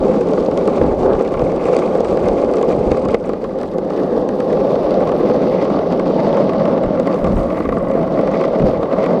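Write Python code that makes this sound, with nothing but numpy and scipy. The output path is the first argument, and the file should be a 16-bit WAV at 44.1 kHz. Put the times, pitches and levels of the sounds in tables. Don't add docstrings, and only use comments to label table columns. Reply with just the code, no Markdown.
import sys
import numpy as np
from scipy import signal
from scipy.fft import rfft, irfft, next_fast_len
from scipy.io import wavfile
from scipy.ndimage import map_coordinates

SR = 44100
rng = np.random.default_rng(int(sys.argv[2]) if len(sys.argv) > 2 else 0)


def dump_mix(stems):
    frames = np.atleast_2d(stems).T
    limited = np.clip(frames, -1, 1)
    pcm = np.round(limited * 32767).astype(np.int16)
    wavfile.write(sys.argv[1], SR, pcm)


N = 405719

# time_s, level_db
HEADWIND = [(0, -38), (3.1, -40), (3.3, -40), (4.4, -42.5), (5.1, -36.5), (5.5, -40), (7, -43),
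            (7.6, -32.5), (8.4, -42), (9.2, -44)]
# middle_s, length_s, rumble_db, flap_db
WIND_GUSTS = [(0.03, 0.23, -33.5, -35), (0.851, 0.11, -25, -16.5), (1.062, 0.32, -29, -42),
              (1.443, 0.28, -31.5, -25), (2.307, 0.48, -36.5, -41), (2.774, 0.1, -28.5, -34),
              (2.905, 0.079, -24.5, -24), (3.078, 0.078, -25, -24.5), (6.864, 0.081, -34, -33),
              (7.337, 0.23, -22, -21), (7.647, 0.28, -53, -30), (8.639, 0.082, -24, -18.5),
              (8.744, 0.15, -36, -19)]
# pitch_hz, level_db
WIND_RUMBLE_TONE = [(10, -21), (25, 3), (50, 4.5), (90, 0), (150, -7), (300, -39)]
# pitch_hz, level_db
WIND_FLAP_TONE = [(60, -15.5), (110, -10), (200, -5.5), (350, -11)]
# pitch_hz, level_db
HISS_TONE = [(6000, -15.5), (9000, -8.5), (12000, -8.5), (13500, -12), (15300, -22)]
# pitch_hz, level_db
GRIT_TONE = [(4000, -20), (5800, -3), (7600, -5.5), (9200, -10.5), (10500, -24), (13000, -44.5)]
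# pitch_hz, level_db
SLIDE_TONE = [(500, -12), (850, 4.5), (1300, -6.5), (1800, -13), (2600, -36)]

# pitch_hz, width_hz, level_db
STEEL_MODES = [(8300, 600, -1.5), (4800, 400, 2)]
# pitch_hz, width_hz, level_db
SLIDE_HUM_MODES = [(860, 110, 0)]
# pitch_hz, width_hz, level_db
TRUCK_MODES = [(2670, 1060, 0.5), (3800, 760, 3), (4570, 710, 2), (6100, 1400, -10)]
# pitch_hz, width_hz, level_db
AXLE_MODES = [(2060, 1200, 0.5)]
# pitch_hz, width_hz, level_db
HARDWARE_MODES = [
    [(2100, 240, 3), (2480, 560, 0.5)],
    [(1640, 150, -0.5), (1940, 110, -4)],
    [(1962, 140, 4.5), (2110, 280, 0), (2600, 250, -14)],
]
# pitch_hz, width_hz, level_db
DECK_LOW_MODES = [(184.4, 54.4, -2.5), (250, 55, -1.5), (298.6, 56, -3)]
# pitch_hz, width_hz, level_db
DECK_MID_MODES = [(370.6, 97, -4), (461, 70, -2), (512.5, 45.3, 1.5), (641, 287, -11), (826, 97, -10)]
# pitch_hz, width_hz, level_db
DECK_HIGH_MODES = [(1055.5, 102, -1), (1164, 90, 1), (1290, 267, -8.5)]
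# pitch_hz, width_hz, level_db
DECK_NARROW_MODES = [(391, 121, -6.5), (455, 52, -3), (520.2, 30, 0.5), (637, 70, -5), (827, 96, -14)]
# pitch_hz, width_hz, level_db
DECK_THUD_MODES = [(227, 150, -7), (490, 75, 6), (815, 60, -1)]

# time_s, level_db
PING_LEVELS = [(0, -79), (3.1, -58), (3.3, -78.5), (7.1, -72.5), (7.35, -66), (8.0, -64.5), (8.45, -71),
               (8.7, -74.5), (9.2, -76)]
# middle_s, length_s, rasp_db, hum_db
WHEEL_SLIDES = [(0.84, 0.051, -29.5, -26), (0.92, 0.039, -27, -28), (1.095, 0.14, -28.5, -34),
                (6.19, 0.18, -42, -28), (6.362, 0.075, -31, -30)]
# time_s, roar_db, ring_over_roar_db
ROLL_LEVELS = [(0, -15.5, -19), (.82, -15.5, -19), (1.0, -16, -20), (1.1, -11.5, -19), (1.2, -17.5, -15.5),
               (1.75, -15, -17.5), (2.8, -15, -20), (3.13, -16, -19.5), (3.17, -23.5, -17),
               (3.7, -22, -20.5), (4.0, -17.5, -18), (4.35, -18, -21), (4.55, -15.5, -21.5),
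               (4.66, -15, -20.5), (5.05, -15, -19), (5.4, -15.5, -18.5), (5.75, -15, -17.5),
               (6.15, -17, -21), (6.7, -15.5, -15), (7.1, -18.5, -15), (7.8, -21, -13.5), (8.2, -16, -16.5),
               (8.65, -17, -18.5), (8.95, -17, -13.5), (9.2, -14.5, -20.5)]
# time_s, drone_lift_db, scrape_lift_db, sizzle_over_roar_db, hiss_db
MIX_DRIFT = [(0, -1, 0.5, -41.5, -74), (1.5, -4.5, -0.5, -40, -71), (3.13, -3, -1, -42.5, -77),
             (3.4, -1, 1.5, -42, -71), (4.2, -1.5, -0.5, -46, -70), (5, -3, 1.5, -50, -66),
             (6.8, 2, 2, -52.5, -72.5), (7.4, 0, -1, -41, -64.5), (7.9, 3.5, -3, -49, -66),
             (8.3, -2, 1.5, -50, -72.5), (9.2, -1.5, 0, -49, -70)]
# middle_s, length_s, roughness_db
ROAD_STRETCHES = [(0.62, 0.24, 2), (1.1, 0.13, -14.5), (1.75, 0.19, 7), (2.4, 0.087, 4.5),
                  (3.95, 0.067, 7.5), (4.55, 0.22, 5), (5.58, 0.25, 9), (6.12, 0.06, 7), (6.33, 0.26, 10),
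                  (7.62, 0.13, 10.5), (8.35, 0.32, 8.5), (9.05, 0.095, 8)]
# time_s, hardware_1_share, hardware_2_share, hardware_3_share, narrow_roar_share
TONE_DRIFT = [(0, 0.38, 0.024, 0.07, 0), (3.1, 1, 0.051, 0.16, 0.25), (3.5, 0.017, 0.52, 0.37, 0.086),
              (4.3, 0, 1, 0.015, 0), (4.7, 0.3, 0.057, 0.15, 0.41), (6.1, 0.072, 0.051, 0.27, 0.85),
              (9.2, 0.13, 0.0096, 0.68, 0.92)]
# time_s, lean
BOARD_LEAN = [(0, 0.38), (4.2, 0.56), (5.2, 0.3), (5.9, 1), (6.5, 0.62), (7.8, 1), (8.7, 0.42), (9.2, 1)]
# start_s, clack_db, thud_peak_db, tick_db
ROAD_KNOCKS = [(0.0809, -28, -9, -37.5), (0.2105, -20.5, -10, -33), (0.3342, -18, -3.5, -34.5),
               (0.484, -33, -2, -43.5), (0.512, -19, -19, -37.5), (0.5748, -18.5, -4, -27.5),
               (0.6757, -14, -4, -29.5), (0.8128, -22, -0.5, -45), (1.1897, -19, -15, -43.5),
               (1.209, -22, -2, -40), (1.277, -28, -8.5, -36.5), (1.339, -15.5, -26, -38.5),
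               (1.3939, -16, -16, -34.5), (1.418, -21, -2, -38), (1.6545, -19, -6, -35),
               (1.732, -17.5, -6, -33.5), (1.7655, -20, -2.5, -26), (1.8182, -16.5, -18, -47),
               (1.9517, -20, -2.5, -37.5), (2.005, -26, -2, -31.5), (2.0462, -15, -20, -34),
               (2.1715, -15.5, -2, -34.5), (2.2845, -13.5, -8.5, -29.5), (2.4181, -23, -3.5, -38.5),
               (2.436, -32, -5, -48), (2.446, -27, -3.5, -37), (2.537, -16, -26, -33),
               (2.5686, -24, -20, -32.5), (2.583, -18, -4.5, -40), (2.6122, -18.5, -5.5, -37.5),
               (2.6266, -17, -20, -30), (2.684, -24, -2, -43), (2.9153, -15, 2.5, -30.5),
               (3.0523, -17, -22, -36.5), (3.0852, -17, -18, -33), (3.1432, -4.5, 2, -29.5),
               (3.2919, -15, -2.5, -39), (3.333, -22, -6, -40), (3.441, -14.5, -11, -42),
               (3.5364, -44, -29, -49), (3.587, -30, -23, -40), (3.613, -23, -21, -36.5),
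               (3.6314, -19, -27, -37.5), (3.783, -21, -5.5, -38), (3.9024, -18, -16, -38.5),
               (3.976, -19, -18, -42), (3.995, -21, -28, -50.5), (4.1751, -39, -3, -49),
               (4.2885, -16, -6.5, -34.5), (4.402, -14, -12, -33), (4.527, -19, -15, -37.5),
               (4.8302, -23, -20, -44), (5.005, -19, -18, -37), (5.012, -30, -6, -48.5),
               (5.092, -14, -20, -42.5), (5.1169, -11, -7, -40), (5.343, -19, -3.5, -42.5),
               (5.649, -28, -16, -40), (5.7, -15.5, -7, -42.5), (5.995, -10, -20, -35.5),
               (6.059, -19, -27, -49), (6.101, -19, -3, -40), (6.2818, -20, -23, -39.5),
               (6.3691, -10, -8, -39.5), (6.442, -23, -10, -43), (6.4926, -10.5, -7, -45.5),
               (6.533, -14, -12, -41.5), (6.6538, -7.5, -9, -42.5), (6.776, -13, -16, -45),
               (6.8351, -16.5, -7, -39), (6.86, -21, -14, -45), (6.9979, -17, -2.5, -33),
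               (7.0709, -7, -6, -37.5), (7.1117, -17.5, -15, -43.5), (7.1426, -25, -12, -35.5),
               (7.2428, -12, -8, -34.5), (7.365, -20, -23, -40.5), (7.5002, -16.5, -28, -50.5),
               (7.572, -17, -15, -45.5), (7.6016, -16, -5, -44), (7.652, -14, -11, -48),
               (7.6885, -10.5, -4, -46), (7.7212, -12.5, -7, -53), (7.7682, -18, -4.5, -48.5),
               (7.9127, -22, -12, -41), (7.9516, -32, -3, -46), (8.212, -22, -14, -40),
               (8.273, -13, -11, -42), (8.3141, -21, -18, -42), (8.3519, -16, -18, -44),
               (8.4112, -13, -4.5, -38.5), (8.4375, -9, -17, -41.5), (8.4498, -17, -5, -40.5),
               (8.478, -19, -23, -44), (8.587, -32, -5, -42), (8.5967, -15.5, -8, -45.5),
               (8.62, -18, -10, -44.5), (8.83, -13.5, -12, -40.5), (8.935, -20, -20, -43),
               (8.9853, -22, -13, -41), (9.04, -11.5, -9, -33), (9.0609, -8, -4.5, -36.5),
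               (9.1309, -18, -9, -47)]


def amp(db):
    return 10 ** (np.asarray(db) / 20)


def unit(x):
    return x / np.sqrt(np.mean(x ** 2) + 1e-20)


def curves(rows):
    times, *columns = np.transpose(rows)
    return [np.interp(np.arange(N) / SR, times, column) for column in columns]


def wobble(per_s):
    at = np.arange(0, N + 64, 32)
    points = rng.standard_normal(int(N * per_s / SR) + 4)
    return np.interp(np.arange(N), at, map_coordinates(points, [at * per_s / SR]))


def swells(rows, order=2):
    t = np.arange(0, N + 200, 100) / SR
    humps = sum(height * np.exp(-(2 * (t - s) / length) ** order) for s, length, height in rows)
    return np.interp(np.arange(N) / SR, t, humps)


def swell_pair(rows):
    return [swells([(row[0], row[1], amp(row[k])) for row in rows], order=4) for k in (2, 3)]


def filtered(x, response):
    size = next_fast_len(N + SR // 2)
    return irfft(rfft(x, size) * response(np.fft.rfftfreq(size, 1 / SR)), size)[..., :N]


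def tone(points):
    hz, db = np.transpose(points)
    return lambda f: amp(np.interp(np.log(f + 1), np.log(hz), db, left=-120, right=-120))


def modes(table):
    return lambda f: sum((-1) ** k * amp(db) * 1j * f * width / (hz * hz - f * f + 1j * f * width)
                         for k, (hz, width, db) in enumerate(table))


def body(table, low_hz, high_hz):
    return lambda f: modes(table)(f) * (1j * f / (low_hz + 1j * f) * high_hz / (high_hz + 1j * f)) ** 2


def stones(per_s, spread_db, crunch_ms):
    when, chance = rng.random((int(per_s * N / SR), 2)).T
    size_db = np.minimum(-spread_db * np.log(chance + 1e-9), 7)
    impacts = np.bincount((when * N).astype(int), amp(size_db), N)
    t = np.arange(SR // 40) / SR * 1000 / crunch_ms
    return unit(signal.oaconvolve(impacts, t * np.exp(-t))[:N])


def shaken(response, crunch, share, flutter_db):
    share = np.clip(share, 0, 1)
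    force = np.sqrt(1 - share + share * crunch ** 2) * rng.standard_normal(N)
    return unit(filtered(amp(flutter_db) * force, response))


def bursts(levels_db, rise_ms, response):
    t = np.arange(SR // 20) / SR * 1000 / rise_ms
    shape = t * np.exp(1 - t)
    shape_level = np.sqrt(np.mean(shape ** 2))
    force = np.zeros(N + SR)
    for (start_s, *_), db in zip(ROAD_KNOCKS, levels_db):
        spray = unit(shape * rng.standard_normal(len(t))) * shape_level
        force[round(start_s * SR):][:len(t)] += amp(db) * spray
    passed = np.sqrt(np.mean(np.abs(response(np.arange(SR // 2))) ** 2))
    return filtered(force[:N], response) / passed


UPPER_DECK = body(DECK_HIGH_MODES, 800, 2100)
TRUCKS = body(TRUCK_MODES, 1900, 7000)
HARDWARE = [body(table, 1500, 3500) for table in HARDWARE_MODES]


def wind():
    breeze = amp(curves(HEADWIND)[0] + 0.53 * wobble(7.3))
    lumps = amp(0.7 * wobble(14) + 2.5 * wobble(30))
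    rumble = unit(filtered(lumps * rng.standard_normal(N), tone(WIND_RUMBLE_TONE)))
    flap = unit(filtered(lumps * rng.standard_normal(N), tone(WIND_FLAP_TONE)))
    gust_rumble, gust_flap = swell_pair(WIND_GUSTS)
    return (breeze + gust_rumble) * rumble + (amp(-21) * breeze + gust_flap) * flap


def steel_pings():
    grains = stones(25, spread_db=10.5, crunch_ms=1.2)
    pings = shaken(body(STEEL_MODES, 3000, 12000), grains, share=0.9, flutter_db=0)
    return amp(curves(PING_LEVELS)[0]) * pings


def wheel_slides():
    grains = stones(240, spread_db=14, crunch_ms=1.0)
    rasp = shaken(tone(SLIDE_TONE), grains, share=0.31, flutter_db=2.4 * wobble(35))
    hum = shaken(lambda f: modes(SLIDE_HUM_MODES)(f) ** 2, 1, share=0, flutter_db=2.1 * wobble(30))
    rasp_volume, hum_volume = swell_pair(WHEEL_SLIDES)
    return rasp_volume * rasp + hum_volume * hum


def high_hiss(coarse, patches_db):
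    grains = stones(40, spread_db=6, crunch_ms=1.5)
    return shaken(tone(HISS_TONE), grains, 0.5 * coarse, 0.6 * patches_db + 2.2 * wobble(16))


def grit_sizzle(ticks, coarse, patches_db):
    grains = 0.44 * ticks + stones(40, spread_db=8, crunch_ms=0.9)
    return shaken(tone(GRIT_TONE), grains, 0.49 * coarse, 2 * patches_db + 0.63 * wobble(41))


def truck_scrape(ticks, coarse, patches_db):
    return shaken(TRUCKS, ticks, 0.23 * coarse, 1.4 * patches_db + 0.5 * wobble(25))


def hardware_rattle(chatter, coarse, patches_db):
    shares = curves(TONE_DRIFT)[:3]
    return sum(np.sqrt(share) * shaken(part, chatter, coarse, 1.3 * patches_db)
               for share, part in zip(shares, HARDWARE))


def deck_roar(hits, patches_db):
    bend = 0.04
    narrow_share = curves(TONE_DRIFT)[3]
    lean = np.clip(curves(BOARD_LEAN)[0] + 0.3 * wobble(3), 0, 1)
    broad, narrow = body(DECK_MID_MODES, 200, 1100), body(DECK_NARROW_MODES, 200, 1100)
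    roar = np.sqrt(1 - narrow_share) * shaken(broad, hits, 0.07, 0.56 * patches_db)
    for share, pitch in ((1 - lean, 1 - bend), (lean, 1 + bend)):
        ringing = shaken(lambda f: narrow(f / pitch), hits, 0.21, 1.2 * patches_db)
        roar += np.sqrt(share * narrow_share) * ringing
    return roar


def rolling():
    roar_db, ring_over_roar_db = curves(ROLL_LEVELS)
    ring_db = roar_db + ring_over_roar_db
    drone_lift_db, scrape_lift_db, sizzle_over_roar_db, hiss_db = curves(MIX_DRIFT)
    rough_db = swells(ROAD_STRETCHES)
    drone_db = roar_db - 3.5 + drone_lift_db
    rattle_db = ring_db - 12 + 0.88 * rough_db
    scrape_db = roar_db - 33 + scrape_lift_db + 0.34 * rough_db
    sizzle_db = roar_db + sizzle_over_roar_db + 0.44 * rough_db

    coarse = 0.47 + 0.025 * (-10.5 - roar_db)
    hits = stones(80, spread_db=9, crunch_ms=2.9)
    chatter = hits + 1.3 * stones(110, spread_db=5, crunch_ms=2.6)
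    ticks = hits + 1.32 * stones(35, spread_db=9.5, crunch_ms=0.65)
    patches_db = 0.71 * wobble(14) + 0.88 * wobble(40)

    roar = deck_roar(hits, patches_db) * amp(roar_db + 0.48 * wobble(12))
    drone = amp(drone_db) * shaken(body(DECK_LOW_MODES, 120, 600), hits, 0.12, 1.1 * patches_db)
    ring = amp(ring_db + 0.42 * wobble(14)) * shaken(UPPER_DECK, hits, 0.42, 1.4 * patches_db)
    rattle = amp(rattle_db) * hardware_rattle(chatter, coarse, patches_db)
    scrape = amp(scrape_db) * truck_scrape(ticks, coarse, patches_db)
    sizzle = amp(sizzle_db) * grit_sizzle(ticks, coarse, patches_db)
    hiss = amp(hiss_db) * high_hiss(coarse, patches_db)
    return roar + drone + ring + rattle + scrape + sizzle + hiss


def deck_thuds(start_s, peak_db):
    blows = np.zeros(N)
    blows[np.round(start_s * SR).astype(int)] = -amp(peak_db)
    push = np.hanning(SR // 700)
    thud = filtered(push, body(DECK_THUD_MODES, 120, 900))[:SR // 10]
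    return signal.oaconvolve(blows, thud / np.abs(thud).max())[:N]


def knocks():
    start_s, clack_db, thud_db, tick_db = np.transpose(ROAD_KNOCKS)
    shares = curves(TONE_DRIFT)[:3]
    wood_db, metal_db = clack_db + 2 * rng.standard_normal((len(start_s), 2)).T
    axles = bursts(clack_db - 23, 1.7, body(AXLE_MODES, 900, 3500))
    hardware = sum(np.sqrt(share) * bursts(metal_db - 21, 2.1, part)
                   for share, part in zip(shares, HARDWARE))
    ticks = bursts(tick_db - 2, 0.75, TRUCKS)
    grit = bursts(tick_db - 7.5, 0.6, tone(GRIT_TONE))
    ring = bursts(-26 + 0.52 * (wood_db + 17), 2.7, UPPER_DECK)
    return deck_thuds(start_s, thud_db) + ring + axles + hardware + ticks + grit


def scene():
    return (rolling() + knocks() + steel_pings() + wind() + wheel_slides())[None]


def record(dry):
    top_hz = 15200
    rounded = dry / (1 + np.abs(dry) ** 8) ** (1 / 8)
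    fade = np.minimum(1, np.arange(N, 0, -1) / 200)
    return filtered(rounded * fade, lambda hz: hz < top_hz)


dry = scene()
out = record(dry)
dump_mix(out)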